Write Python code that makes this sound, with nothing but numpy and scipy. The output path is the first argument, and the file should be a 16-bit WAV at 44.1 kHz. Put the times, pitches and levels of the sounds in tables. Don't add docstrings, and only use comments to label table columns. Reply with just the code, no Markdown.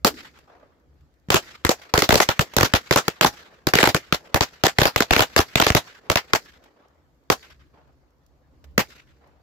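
import sys
import numpy as np
from scipy import signal
from scipy.fft import rfft, irfft, next_fast_len
from scipy.io import wavfile
from scipy.ndimage import uniform_filter1d, minimum_filter1d, map_coordinates

SR = 44100
rng = np.random.default_rng(int(sys.argv[2]) if len(sys.argv) > 2 else 0)


def materialize(psi):
    bounded = np.clip(np.atleast_2d(psi).T, -1, 1)
    quanta = np.round(bounded * 32767).astype(np.int16)
    wavfile.write(sys.argv[1], SR, quanta)


N = 415422

# peak time in seconds, half length in seconds, rumble rise in dB.
WIND_PUFFS = [(.1, 0.28, 7.5), (1.152, .2, 5), (7.62, 0.47, 6.5), (8.666, 0.29, 14), (9.357, 0.28, 6)]
# frequency in Hz, relative density in dB.
RUMBLE_SPECTRUM = [(20, -23), (45, -2.5), (70, 7.5), (105, -11.5), (140, -1), (200, -19.5), (280, -18.5),
                   (450, -30.5), (900, -72.5)]
HUSH_SPECTRUM = [(100, -27.5), (280, 3), (420, -6.5), (540, -6), (750, -9), (1500, -15.5), (3000, -23),
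                 (6000, -27.5), (15000, -33.5)]
GRASS_SPECTRUM = [(2500, -20), (4400, 1), (7000, -10), (15000, -18)]
DRONE_SPECTRUM = [(250, -23.5), (460, -5.5), (540, 3.5), (630, -12.5), (1100, -8.5), (1700, -20.5),
                  (4000, -43.5)]
LAND_SPECTRUM = [(60, -5.5), (200, -5), (450, -3.5), (900, -18), (1800, -4.5), (3000, -16.5), (4500, -4),
                 (7000, -11.5), (15000, -21)]
SPIT_SPECTRUM = [(200, 4), (1800, 0), (7000, -9), (15000, -15)]
FUSE_SPECTRUM = [(1000, -19), (4500, 1), (15000, -4.5)]
FLARE_SPECTRUM = [(300, -2), (1500, -10), (7000, -21.5), (15000, -33.5)]
SPRAY_SPECTRUM = [(30, -18), (70, -9), (200, -11.5), (350, -6.5), (700, -1.5), (1000, -5), (1400, -3.5),
                  (2800, -8), (4800, -11.5), (7000, -16.5), (15000, -25)]
BLAST_SPECTRUM = [(30, -24), (120, -9.5), (350, 5.5), (700, -1.5), (1400, -1), (2800, -8.5), (4800, -13),
                  (7000, -19), (15000, -24)]
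# delay in seconds, relative level in dB.
LAND_DECAY = [(.03, -4.5), (.07, -6), (.12, -3), (.25, -13.5), (.38, -14.5), (.55, -13), (.9, -25)]
# delay in seconds, relative level in dB, T60 in seconds, centre in Hz.
REFLECTORS = [(0.094, 1.5, 0.011, 2650), (0.1219, 2, 0.24, 2064), (.197, -1, 0.16, 1910),
              (.29, -12, 0.33, 1800), (.425, -9, 0.85, 649)]
# multiple of the centre frequency, relative density in dB.
ECHO_BAND = [(.2, -14), (.45, -8), (.7, 0), (1, -1), (2.1, -8), (3.4, -17), (7, -27), (20, -55)]
# start in seconds, relative level in dB.
SPIT_EVENTS = [(0.388, -40), (1.0084, -58), (1.1394, -58), (2.537, -25), (3.3368, -34), (4.0124, -41),
               (6.6392, -42), (8.6419, -39.5)]
# start in seconds, relative power in dB, thump in dB, midrange scoop in dB.
CRACKERS = [(0.0469, 7.5, -14.5, 9.5), (1.3032, 0, -3, 0), (1.343, 5, -1, 5), (1.6493, -7.5, 1.5, 2),
            (1.6919, 1, -9, 6.5), (1.9385, -2, 1.5, 2), (1.9765, 0, -5.5, 3), (2.0212, -1.5, -3, 4),
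            (2.0906, -1.5, 2, 5.5), (2.1064, -0.5, -10, -5.5), (2.1251, 0.5, 5.5, 2), (2.1419, -2.5, -7, 0),
            (2.155, 2, -1.5, 6), (2.2018, 3, -8.5, 1), (2.2886, -4, -1.5, -1.5), (2.393, -1, 6.5, 0.5),
            (2.5659, 2.5, -0.5, 6), (2.584, -12.5, 2.5, 0), (2.609, -1.5, 2.5, 1), (2.6305, 1, 2, 1.5),
            (2.7369, 3, 3.5, 0), (2.9097, 0, 1.5, 0), (2.9597, 5.5, -4, 1), (3.0809, -19.5, -2.5, 4.5),
            (3.2103, 1, -5.5, 2.5), (3.246, 3.5, 2.5, 4.5), (3.6697, -7.5, 3, 5), (3.7363, 2.5, -2, -4),
            (3.7535, -4, -2, 0), (3.7865, 0.5, -9, -1), (3.8289, 2.5, 1, 0), (3.839, -3, -15, -2.5),
            (3.8734, -2.5, 0.5, 5), (3.9461, -7.5, 3.5, 3.5), (4.1245, -5, 0.5, -1), (4.344, -1.5, 4.5, 3),
            (4.408, -1.5, -0.5, 1), (4.6369, -1, 2, 1), (4.6661, -6.5, -6.5, -1), (4.7854, -1, 6, -3.5),
            (4.8163, -2.5, 4.5, -3), (4.8545, -1, -1, 0), (4.9605, -3.5, 0, 2), (5.0048, -4, -1.5, -0.5),
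            (5.108, -2, 5, 0.5), (5.134, -3, -13, -2.5), (5.1635, -3, -3.5, -1.5), (5.1928, -4, 1, -2),
            (5.2055, 0, -3, 1), (5.363, 1.5, -3.5, -0.5), (5.3901, -2, 4.5, 3), (5.5557, -1.5, 1.5, -3.5),
            (5.5997, 1.5, -9, 1), (5.6221, -3, -5.5, -3), (5.666, -0.5, -10, -2),
            (5.7024, -11.5, 12.5, 1.5), (5.749, 3, 5, 3), (6.0995, -4, 1.5, 0.5), (6.1567, -3, -6, -3.5),
            (6.3337, 1, 2, -2.5), (7.3005, 0.5, -3, 6), (8.7788, 1, 4.5, -2.5)]
# frequency in Hz, left-right correlation.
STEREO_LIKENESS = [(60, 0.62), (250, .8), (600, 0.58), (1200, 0.078), (3000, 0.07), (10000, 0)]
# frequency in Hz, gain in dB.
MIC_RESPONSE = [(7600, 1), (8500, -8), (9500, -10.5), (10500, -3.5), (11800, 1.5), (15200, 1),
                (16000, -11.5), (16600, -34)]


def amp(db):
    return 10 ** (np.asarray(db) / 20)


def unit(x):
    return x / np.sqrt(np.mean(x ** 2) + 1e-20)


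def along(points, hz):
    knot_hz, values = np.transpose(points)
    return np.interp(np.log(hz + 1), np.log(knot_hz + 1), values)


def filtered(x, response):
    size = x.shape[-1]
    padded = next_fast_len(size + SR // 10)
    return irfft(rfft(x, padded) * response(np.fft.rfftfreq(padded, 1 / SR)), padded)[..., :size]


def split(x, edge_hz):
    low = filtered(x, lambda hz: 1 / (1 + (hz / edge_hz) ** 4))
    return low, x - low


def causal(gain_db):
    cepstrum = irfft(np.log(amp(gain_db)))
    half = cepstrum.shape[-1] // 2
    cepstrum[..., 1:half] *= 2
    cepstrum[..., half + 1:] = 0
    return np.exp(rfft(cepstrum))


def noise(spectrum, size):
    def colour(hz):
        angle = np.arccos(np.clip(along(STEREO_LIKENESS, hz), -1, 1)) / 2
        return amp(along(spectrum, hz)) * np.array([np.cos(angle), np.sin(angle)])
    mid, side = filtered(rng.standard_normal((2, size)), colour)
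    return unit(np.array([mid + side, mid - side]))


def wobble(rate_hz, size):
    knots = rng.standard_normal(int(size * rate_hz / SR) + 4)
    return map_coordinates(knots, [np.arange(size) * rate_hz / SR])


def patchy(x, depth_db):
    bins = signal.stft(x, nperseg=512)[2]
    field = uniform_filter1d(rng.standard_normal(bins.shape[1:]), size=4, axis=0)
    field = uniform_filter1d(field, size=7, axis=1)
    return signal.istft(bins * amp(depth_db * unit(field)), nperseg=512)[1][:, :N]


def add(track, start_s, sound):
    start = round(start_s * SR)
    first, last = max(start, 0), min(start + sound.shape[-1], N)
    track[..., first:last] += sound[..., first - start:last - start]


def breeze(rumble_db=-66, hush_db=-69.5, grass_db=-90):
    t = np.arange(N) / SR
    gust_db = sum(db * np.exp(-((t - peak_s) / half_s) ** 2) for peak_s, half_s, db in WIND_PUFFS)
    rumble = amp(rumble_db + gust_db + 2.8 * wobble(9, N)) * noise(RUMBLE_SPECTRUM, N)
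    hush = amp(hush_db + .23 * gust_db + .48 * wobble(2.2, N)) * noise(HUSH_SPECTRUM, N)
    grass = amp(grass_db + .37 * gust_db + 3 * wobble(7, N)) * noise(GRASS_SPECTRUM, N)
    return rumble + patchy(hush, depth_db=2.5) + grass


def drone(level_db=-72, peak_s=8.45, half_s=.4, waver_db=2):
    swell = np.exp(-((np.arange(N) / SR - peak_s) / half_s) ** 2)
    waver = amp(level_db + waver_db * wobble(6, N))
    return swell * waver * patchy(noise(DRONE_SPECTRUM, N), depth_db=2.5)


def far_echoes(land_db=-51, echo_db=-47, dull_hz=1300, dull_t60_s=1.3, flutter_db=2.4):
    t = np.arange(SR) / SR
    bang_power = np.zeros(N)
    for start_s, power_db, *_ in CRACKERS:
        add(bang_power, start_s, amp([power_db]) ** 2)

    def after_bangs(envelope):
        return np.sqrt(np.abs(signal.fftconvolve(bang_power, envelope ** 2)[:N]))

    low_decay = amp(np.interp(t, *np.transpose(LAND_DECAY))) * (t > LAND_DECAY[0][0])
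    high_decay = low_decay * amp(1.5 - 60 * t / dull_t60_s)
    low, high = split(noise(LAND_SPECTRUM, N), dull_hz)
    out = amp(land_db) * (low * after_bangs(low_decay) + high * after_bangs(high_decay))
    for delay_s, db, t60_s, centre_hz in REFLECTORS:
        spectrum = [(multiple * centre_hz, band_db) for multiple, band_db in ECHO_BAND]
        age_s = np.maximum(t - delay_s, 0)
        envelope = (1 - np.exp(-age_s / (.026 * t60_s))) * amp(-60 * age_s / t60_s)
        out += amp(echo_db + db) * noise(spectrum, N) * after_bangs(envelope)
    return patchy(out * amp(flutter_db * wobble(130, N)), depth_db=2)


def spits(gain_db=-7, t60_s=.047):
    out, t = np.zeros((2, N)), np.arange(SR // 10) / SR
    for start_s, db in SPIT_EVENTS:
        add(out, start_s, amp(db + gain_db - 60 * t / t60_s) * noise(SPIT_SPECTRUM, len(t)))
    return out


def fuses(level_db=-77, sparks_per_s=22, t60_s=.023):
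    t = np.arange(SR // 10) / SR
    sparks = (rng.random(N) < sparks_per_s / SR) * rng.exponential(size=N)
    crackle = signal.fftconvolve(sparks, amp(-60 * t / t60_s))[:N]
    return amp(level_db) * crackle * noise(FUSE_SPECTRUM, N)


def flare(start_s=1.2862, level_db=-24, puff_hz=170, decay_s=.007, hiss_db=-17):
    out, t = np.zeros((2, N)), np.arange(SR // 20) / SR
    puff = np.sin(2 * np.pi * puff_hz * t) + amp(hiss_db) * noise(FLARE_SPECTRUM, len(t))
    add(out, start_s, amp(level_db) * puff * np.exp(-t / decay_s))
    return out


def falling_ring(level_db=-32.5, start_hz=620, end_hz=250, glide_s=.05, t60_s=.42):
    out, t = np.zeros((2, N)), np.arange(SR // 2) / SR
    pitch_hz = end_hz + (start_hz - end_hz) * np.exp(-t / glide_s)
    voices_hz = pitch_hz * np.exp(.24 * np.array([wobble(90, len(t)) for _ in range(8)]))
    voices = np.sin(2 * np.pi * np.cumsum(voices_hz, axis=1) / SR)
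    ring = unit(np.array([voices[:-1].sum(0), voices[1:].sum(0)]))
    add(out, CRACKERS[0][0], ring * amp(level_db - 60 * t / t60_s))
    return out


def hollows_db(hz, depth_db=2.6, stereo_spread=.16):
    position = 4 * np.log2(1 + hz / 2000)
    knots = rng.standard_normal((3, int(position[-1]) + 2))
    both, left, right = [np.interp(position, np.arange(len(row)), row) for row in knots]
    return depth_db * (both + stereo_spread * np.array([left, right])) * np.minimum(position / 2, 1)


def spray(t, rise_s=.004, twig_t60_s=.088, ground_t60_s=.076, ground_db=4, clump_db=2.6):
    trunk_delay_s, trunk_width_s = rng.normal(.017, .002), .001
    trunk = amp(rng.normal(-3, 3.8)) * np.exp(-((t - trunk_delay_s) / trunk_width_s) ** 2)
    grains = unit(noise(SPRAY_SPECTRUM, len(t)) * amp(.5 * wobble(900, len(t))))
    ground, twigs = split(grains, edge_hz=650)
    unevenness = np.minimum(1, 2 * np.exp(-t / .022))
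    clumps = amp(clump_db * wobble(260, len(t)) * unevenness)
    tail = twigs * amp(-60 * t / twig_t60_s) + ground * amp(ground_db - 60 * t / ground_t60_s)
    return (1 - np.exp(-t / rise_s)) * (1 + trunk) * clumps * tail


def burst(t, crack_hold_s=.0023, fall_db_per_hold=13, bark_peak_s=.0027, bark_db=-2):
    bark, crack = split(noise(BLAST_SPECTRUM, len(t)), edge_hz=800)
    crack_envelope = amp(-fall_db_per_hold * np.maximum(t / crack_hold_s - 1, 0))
    bark_envelope = (t / bark_peak_s * np.exp(1 - t / bark_peak_s)) ** 2
    return crack * crack_envelope + amp(bark_db) * bark * bark_envelope


def gas_push(t, median_hz=120, delay_s=.0016, decay_s=.0029, level_db=-3, phase_spread_rad=.85):
    age_s = np.maximum(t - delay_s, 0)
    swing_hz = median_hz * np.exp(rng.normal(0, .31))
    swing = np.sin(2 * np.pi * swing_hz * age_s + phase_spread_rad * rng.standard_normal((2, 1)))
    return amp(level_db) * swing * (1 - np.exp(-age_s * SR / 10)) * np.exp(-age_s / decay_s)


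def coloured(x, scoop_db, bass_db):
    tint = [(450, .4 * scoop_db), (2000, -.6 * scoop_db), (7000, 1.38 + .27 * scoop_db)]
    shelf_db = lambda hz: bass_db / (1 + (hz / 200) ** 2)
    return filtered(x, lambda hz: causal(along(tint, hz) + shelf_db(hz) + hollows_db(hz)))


def firecrackers(blast_db=19, spray_db=-3):
    out, t = np.zeros((2, N)), np.arange(SR // 8) / SR
    for start_s, power_db, thump_db, scoop_db in CRACKERS:
        front = burst(t)
        thump = amp(thump_db) * gas_push(t)
        direct = coloured(front, scoop_db, bass_db=-6) + thump
        scattered = coloured(spray(t), scoop_db, bass_db=thump_db + 1)
        add(out, start_s, amp(blast_db + .97 * power_db) * direct + amp(spray_db + power_db) * scattered)
    return out


def scene():
    return flare() + firecrackers() + falling_ring() + far_echoes() + spits() + fuses() + breeze() + drone()


def limiter(x, ceiling=.74, release_db_per_s=1250, ahead_s=.0012):
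    over_db = np.maximum(20 * np.log10(np.abs(x).max(axis=0) / ceiling + 1e-9), 0)
    climb_db = release_db_per_s * np.arange(N) / SR
    duck_db = np.maximum.accumulate(over_db + climb_db) - climb_db
    size = 2 * max(int(ahead_s * SR / 2), 1) + 1
    gain_db = minimum_filter1d(-duck_db, size, origin=-(size // 2))
    return x * amp(uniform_filter1d(gain_db, size, origin=size // 2))


def record(dry, overload_db=21, bass_cut_hz=36, top_hz=16650):
    squashed = dry / np.sqrt(1 + (dry / amp(overload_db)) ** 2)
    notched = filtered(squashed, lambda hz: causal(along(MIC_RESPONSE, hz)))
    bass_cut = signal.butter(2, bass_cut_hz, "high", fs=SR, output="sos")
    lean = signal.sosfilt(bass_cut, limiter(notched))
    return filtered(lean, lambda hz: hz < top_hz)


dry = scene()
out = record(dry)
materialize(out)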